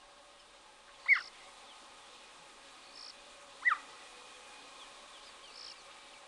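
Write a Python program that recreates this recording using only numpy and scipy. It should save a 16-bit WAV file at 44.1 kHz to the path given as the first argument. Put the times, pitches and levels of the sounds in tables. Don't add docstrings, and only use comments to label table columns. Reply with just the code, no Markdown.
import sys
import numpy as np
from scipy import signal
from scipy.fft import rfft, irfft, next_fast_len
from scipy.io import wavfile
from scipy.ndimage import uniform_filter1d

SR = 44100
rng = np.random.default_rng(int(sys.argv[2]) if len(sys.argv) > 2 else 0)


def int16_out(signal):
    q = np.round(np.clip(np.atleast_2d(signal).T, -1, 1) * 32767)
    wavfile.write(sys.argv[1], SR, q.astype(np.int16))


def attenuation_scalar(level_db):
    decades = np.asarray(level_db, float) / 20
    return 10 ** decades


N = 276507


def walk(rate):
    hold = max(int(SR / rate), 2)
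    held = rng.standard_normal(400)[np.arange(N) // hold % 400]
    return 0.872 * uniform_filter1d(uniform_filter1d(held, hold), hold)


def bins_hz():
    return np.fft.rfftfreq(next_fast_len(N), 1 / SR)


def shaped(gain):
    size = next_fast_len(N)
    return irfft(rfft(rng.standard_normal(size)) * gain, size)[:N]


def add(out, start_s, sound):
    i = max(int(start_s * SR), 0)
    out[i:i + len(sound)] += sound[:len(out) - i]


def decay(length, level_db, t60_s):
    return rng.standard_normal(length) * attenuation_scalar(level_db - 60 * np.arange(length) / SR / t60_s)


def glide(length_s, hz, db, swell):
    u = np.linspace(0, 1, int(length_s * SR))
    curve = np.polyfit(np.linspace(0, 1, len(hz)), hz, len(hz) - 1)
    phase = 2 * np.pi * np.cumsum(np.polyval(curve, u)) / SR
    return np.sqrt(2) * attenuation_scalar(db) * np.sin(np.pi * u) ** swell * np.sin(phase)


def at_pitch(table, hz):
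    table_hz, db = np.transpose(table)
    return np.interp(np.log(hz), np.log(table_hz), db)


# (time [s], pitch [Hz], effort [dB])
CAT_CHIRPS = [
    [(1.059, 913, -44.5), (1.069, 1106, -50), (1.084, 1977, -40.5), (1.093, 2198, -28.5),
     (1.105, 2263, -24.5), (1.128, 2075, -22.5), (1.147, 1698, -28.5), (1.164, 1385, -31.5),
     (1.181, 1060, -42.5)],
    [(3.612, 959, -67), (3.629, 1036, -48), (3.645, 1770, -37.5), (3.658, 1890, -30.5), (3.676, 2036, -26),
     (3.692, 1830, -21), (3.708, 1460, -29), (3.724, 1230, -24), (3.74, 1100, -40.5)],
]
# (delay [s], level [dB])
TRUNK_ECHOES = [
    [(.022, 1.5), (.047, -4)],
    [(.025, -2), (.042, -17), (.058, -8.5), (.08, -34)],
]
# (sideways octave [dB], foliage tail [dB])
SIDEWAYS = [
    (-9.5, -34.5),
    (-17, -26),
]


def cat():
    out = np.zeros(N)
    octave_call_db = [0.5, -3.5]
    for rows, echoes, (dull_db, foliage_db), call_db in zip(CAT_CHIRPS, TRUNK_ECHOES, SIDEWAYS, octave_call_db):
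        start_s = rows[0][0]
        front, side = voice(rows, call_db, dull_db)
        add(out, start_s, front)
        add(out, start_s, foliage(front, foliage_db))
        for delay_s, echo_db in echoes:
            add(out, start_s + delay_s, attenuation_scalar(echo_db) * bark_echo(side))
    return out


# (pitch [Hz], level against effort [dB])
THROAT_GAIN = [(1000, 1.5), (1350, -1.5), (1560, -9.5), (1740, -18), (1900, -1.5), (2050, 4), (2300, 0)]
# (pitch [Hz], level against effort [dB])
OCTAVE_GAIN = [(1000, -1), (1250, -18.5), (1500, -18), (1730, -21), (2050, -38), (2260, -30.5)]
# (pitch [Hz], level against effort [dB])
FLANK_GAIN = [(1000, -26), (1400, -17), (1700, -20), (1900, -14.5), (2260, -20)]


def voice(rows, call_db, dull_db):
    s, pitch_hz, effort = np.transpose(rows)
    t = np.arange(s[0], s[-1], 1 / SR)
    n = len(t)
    hz = uniform_filter1d(np.interp(t, s, pitch_hz), size=260, mode="nearest")
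    effort_db = uniform_filter1d(np.interp(t, s, effort), size=260, mode="nearest")
    shut = np.clip(1 - 2 * (t - s[0]) / (s[-1] - s[0]), 0, 1)
    front_db = effort_db + at_pitch(THROAT_GAIN, hz) + 0.45 * walk(154)[:n]
    octave_db = effort_db + at_pitch(OCTAVE_GAIN, hz) + call_db + 3 * np.sin(np.pi * shut)
    side_db = effort_db + at_pitch(FLANK_GAIN, hz) - 9 * shut
    side_octave_db = np.minimum(octave_db - 5.0, side_db + dull_db)
    phase = 2 * np.pi * np.cumsum(hz) / SR
    edge = np.sqrt(2) * signal.windows.tukey(n, .04)
    overtones = np.sin(2 * phase) + attenuation_scalar(-18.0) * np.sin(3 * phase)
    overtones = overtones * attenuation_scalar(4.3 * walk(174.6)[:n] + 0.5)
    front = edge * (attenuation_scalar(front_db) * np.sin(phase) + attenuation_scalar(octave_db) * overtones)
    side_db = side_db + 2.9 * walk(122)[:n]
    side = edge * (attenuation_scalar(side_db) * np.sin(phase) + attenuation_scalar(side_octave_db) * overtones)
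    return front, side


def foliage(front, tail_db):
    lag = np.arange(SR // 2) / SR
    near = attenuation_scalar(tail_db - 60 * lag / 0.85) * np.clip(lag / .02, 0, 1)
    far = attenuation_scalar(-47.5) * np.exp(-((lag - 0.34) / 0.081) ** 2)
    leaves = rng.standard_normal(len(lag)) * (near + far) * np.sqrt(40 / SR)
    return signal.fftconvolve(front, leaves)


def bark_echo(side):
    bark = rng.standard_normal(900) * attenuation_scalar(-22.5) * np.exp(-np.arange(900) / SR / 0.0088)
    bark[0] = 1.0
    return np.convolve(side, bark)


# (centre of last note [s], loudest level [dB])
WARBLER_TRILLS = [
    (1.277, -45.5),
    (3.1003, -45),
    (5.719, -44),
]
TRILL_NOTES = [(7, 10), (7, 9), (7, 10)]


def warbler():
    out = np.zeros(N)
    gap_s, soft_gap_s, note_s = .01755, .0168, .0135
    note_hz, soft_hz = np.array([5696, 4950, 3900]), np.array([4770, 4070])
    for (last_s, db), (soft, loud) in zip(WARBLER_TRILLS, TRILL_NOTES):
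        first_s = last_s - (loud - 1) * gap_s
        for k in range(loud):
            detune, louder, late = rng.standard_normal(3)
            lower_hz = np.exp(-k) * np.array([380, 60, 0])
            hz = (note_hz - lower_hz) * (1 + 0.0061 * detune)
            note_db = db + 4.0 - 4 * np.exp(-k / 0.57) + 0.89 * louder
            note = glide(note_s, hz, note_db, swell=0)
            shape_db = np.interp(np.linspace(0, 1, len(note)), [0, 0.25, 0.86, 1], [-12, -6, -10.5, -27.5])
            add(out, first_s + k * gap_s - 0.36 * note_s + .0003 * late, note * attenuation_scalar(shape_db))
        for k in range(soft):
            note_db = np.interp(k, [0, soft - 1], [-11.5, -15])
            note_db += 3 * np.exp(-k / .7) + 1.2 * rng.standard_normal()
            hz = soft_hz + np.array([600 * np.exp(-k / 0.99), 0])
            note = glide(0.01, hz, db - 0.5 + note_db, swell=0.79)
            add(out, first_s - (k + 1) * soft_gap_s - .005, note)
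    twigs = decay(SR // 20, -37.5, t60_s=0.063)
    return out + signal.fftconvolve(out, twigs)[:N]


# (time [s], length [s], start pitch [Hz], end pitch [Hz], level [dB])
FAR_WHISTLES = [(0, 0.036, 3000, 2620, -66), (0.382, 0.054, 3280, 2770, -63),
                (0.394, 0.02, 5440, 4950, -62), (0.938, 0.044, 3650, 3020, -62),
                (1.011, 0.03, 3750, 4200, -65), (1.048, 0.03, 4180, 3860, -58),
                (1.073, 0.017, 3600, 3860, -53.5), (1.327, 0.044, 3670, 2980, -62),
                (1.391, 0.036, 2200, 1900, -61), (1.667, 0.072, 3860, 2770, -56),
                (3.85, 0.13, 3900, 2660, -66), (4.325, .055, 3690, 3025, -58),
                (4.787, 0.074, 3800, 2780, -55.5), (5.126, 0.068, 3710, 2780, -56),
                (5.177, 0.074, 3600, 2600, -62), (5.251, 0.063, 5300, 4240, -60.5),
                (5.417, 0.1, 3460, 2520, -56.5), (5.55, .028, 4770, 4230, -61),
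                (5.669, 0.057, 3320, 2650, -56), (5.755, .035, 2830, 2440, -60),
                (5.757, 0.062, 5080, 4020, -59), (6.131, 0.015, 3340, 2420, -56)]


def whistlers():
    out = np.zeros(N)
    for s, length_s, *hz, db in FAR_WHISTLES:
        add(out, s, glide(length_s, hz, db, swell=0.61))
    out = out * attenuation_scalar(2.8 * walk(150) - 1.0)
    tail = decay(SR // 8, -38.5, t60_s=0.23)
    return out + signal.fftconvolve(out, tail)[:N]


# (pitch [Hz], level at rest [dB], width [Hz], throbs [per s], pitch rise in a swell [Hz])
HUM_TONES = [
    (560.7, -70, 24, 30, 14),
    (495, -80.5, 9, 6.6, 4.5),
    (280, -85, 6.1, 14, -2),
    (2465, -79, 57, 12, 3.5),
    (2340, -88.5, 88, 19, 3.5),
]
# (centre [s], length [s], level [dB])
HUM_SWELLS = [
    [(0.35, 1.106, -68), (3.3, 0.62, -61.5), (5.08, .3, -64), (6.25, 0.45, -64)],
    [(2, .7, -72), (4.4, .7, -62.5), (5.7, 0.43, -67.5)],
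    [(2.8, 0.42, -68), (3.65, 0.79, -71.5), (4.75, 0.45, -69)],
    [(2.9, 2.2, -65.5), (4.45, 1.16, -59.5)],
    [(5.6, 1.23, -62)],
]


def hums():
    out, t, f = 0, np.arange(N) / SR, bins_hz()
    for (hz, rest_db, width_hz, rate, rise_hz), swells in zip(HUM_TONES, HUM_SWELLS):
        near = [np.exp(-(2 * (t - s) / length_s) ** 2) for s, length_s, _ in swells]
        swell_db = np.transpose(swells)[2]
        gain = attenuation_scalar(rest_db) + np.dot(attenuation_scalar(swell_db), near)
        line = 1 / (1 + (2 * f / width_hz) ** 2)
        blur_sin, blur_cos = shaped(line), shaped(line)
        phase = 2 * np.pi * np.cumsum(hz + rise_hz * sum(near) + 3 * walk(2.5)) / SR
        tone = (blur_sin * np.sin(phase) + blur_cos * np.cos(phase)) / blur_sin.std()
        out = out + tone * gain * attenuation_scalar(1.2 * walk(rate) - 5.5)
    return out


# (time [s], length [s], centre
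# [Hz], width [Hz], level [dB])
RUSTLE_BURSTS = [(0.876, 0.028, 1600, 900, -57), (0.932, .025, 2610, 1100, -60),
                 (1.059, 0.015, 1150, 600, -49.5), (1.064, .009, 2150, 500, -56),
                 (1.801, 0.054, 280, 160, -65.5), (1.982, 0.016, 2950, 300, -56.5),
                 (2.147, 0.022, 2650, 300, -65), (2.232, 0.022, 2620, 400, -59),
                 (2.371, 0.077, 154, 40, -72.5), (5.475, .015, 6000, 686, -64),
                 (5.805, 0.02, 6100, 503, -62.5), (5.909, 0.0096, 2770, 1514, -54),
                 (6.018, 0.0098, 2800, 492, -61), (6.135, 0.074, 2350, 198, -59)]


def rustles():
    out, f = np.zeros(N), np.fft.rfftfreq(4096, 1 / SR)
    for s, length_s, hz, width_hz, db in RUSTLE_BURSTS:
        resonance = 1 / (1 + (2 * (f - hz) / width_hz) ** 4)
        burst = irfft(rfft(rng.standard_normal(4096)) * resonance)
        n = min(int(length_s * SR), 4096)
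        add(out, s, attenuation_scalar(db) * burst[:n] / burst.std() * np.hanning(n) ** .5)
    return out


# (time [s], level [dB])
LEAF_WIND = [(0.0, -62.5), (0.77, -62.5), (1.3, -59.5), (3.39, -59.5), (3.8, -57.5), (5.3, -58.5),
             (6.27, -59.5)]
# (frequency [Hz], level [dB per Hz])
LEAF_COLOUR = [(12, -46), (20, -3), (40, -6.5), (65, -19.5), (155, -14), (187, -19.5), (219, -8), (433, -6),
               (494, -4), (610, -7.5), (836, -4.5), (2040, -7.5), (2460, -5.5), (8900, -16.5), (10700, -24),
               (13900, -47), (22000, -120)]
# (centre [Hz], width [Hz], level against the hiss [dB], swell [dB], swells [per s])
INSECT_BANDS = [(30, 10, -31, 3, 3.6), (557, 52, -11.5, -0.5, 4.1), (759, 58, -13.5, 5, 4),
                (849, 82, -8, 3, 5), (1081, 120, -6.5, -2, 2.8), (1243, 78, -8.5, 1, 5.8),
                (1898, 75, -16.5, 0.5, 4.3), (1600, 110, -15, -4, 3.03), (3650, 1450, -5, 2, 11),
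                (8630, 3400, -11, 1.7, 46), (4500, 990, -21, 5, 17)]


def bush():
    t, f = np.arange(N) / SR, bins_hz() + 1
    colour = attenuation_scalar(at_pitch(LEAF_COLOUR, f))
    mid = (f > 400) & (f < 1500)
    colour = colour / np.sqrt(np.sum(colour[mid] ** 2) / len(f))
    level_db = np.interp(t, *np.transpose(LEAF_WIND))
    tilt_db = 0.44 * (level_db - level_db.mean())
    rumble_db = -57.5 - level_db
    out, gust = 0, walk(7.1)
    for octave in np.arange(4, 14):
        share = np.cos(np.pi / 2 * np.clip(np.log2(f) - octave, -1, 1))
        steady = np.clip((8 - octave) / 2, 0, 1)
        treble = np.clip((octave - 10) / 3, 0, 1)
        flicker_db = (.4 - 0.023 * octave) * gust + 1.6 * walk(30)
        db = treble * tilt_db + steady * rumble_db + flicker_db
        out = out + attenuation_scalar(db - 4.5) * shaped(colour * share)
    for hz, width_hz, db, swell_db, rate in INSECT_BANDS:
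        band = shaped(1 / (1 + (2 * (f - hz) / width_hz) ** 2))
        out = out + band / band.std() * attenuation_scalar(db + swell_db * walk(rate))
    return out * attenuation_scalar(level_db)


def scene():
    return (cat() + warbler() + whistlers() + hums() + rustles() + bush())[None]


def band_limit(x):
    return signal.sosfilt(signal.butter(12, 12000, fs=SR, output="sos"), x)


# (centre [s], length [s])
TREBLE_GAPS = [(.05, .04), (0.625, .015), (.91, .025), (1.12, 0.032), (1.187, 0.032), (2.4, 0.046),
               (2.68, .012), (3.75, 0.016), (3.922, .012), (4.43, 0.016), (5.006, 0.023), (5.25, 0.012),
               (5.6, .014), (5.8, .014), (6.166, 0.017)]


def record(dry):
    f, t = np.fft.rfftfreq(N, 1 / SR), np.arange(N) / SR
    fold_hz = SR / 4
    kept = rfft(dry) / (1 + np.exp(np.clip((f - 10690) / 22, -50, 50)))
    gap = sum(np.exp(-(2 * (t - s) / length_s) ** 4) for s, length_s in TREBLE_GAPS)
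    top_band = irfft(kept * (f > 10150), N)
    kept = irfft(kept, N) - np.clip(gap, 0, 1) * top_band
    mirror = rfft(kept * (-1.) ** np.arange(N))
    leak_db = -8.5 - 20.5 * np.clip(f - fold_hz - 400, 0, None) / 1000
    leak = attenuation_scalar(leak_db) * (f > fold_hz)
    return band_limit(kept + irfft(leak * mirror, N))


dry = scene()
out = record(dry)
int16_out(out)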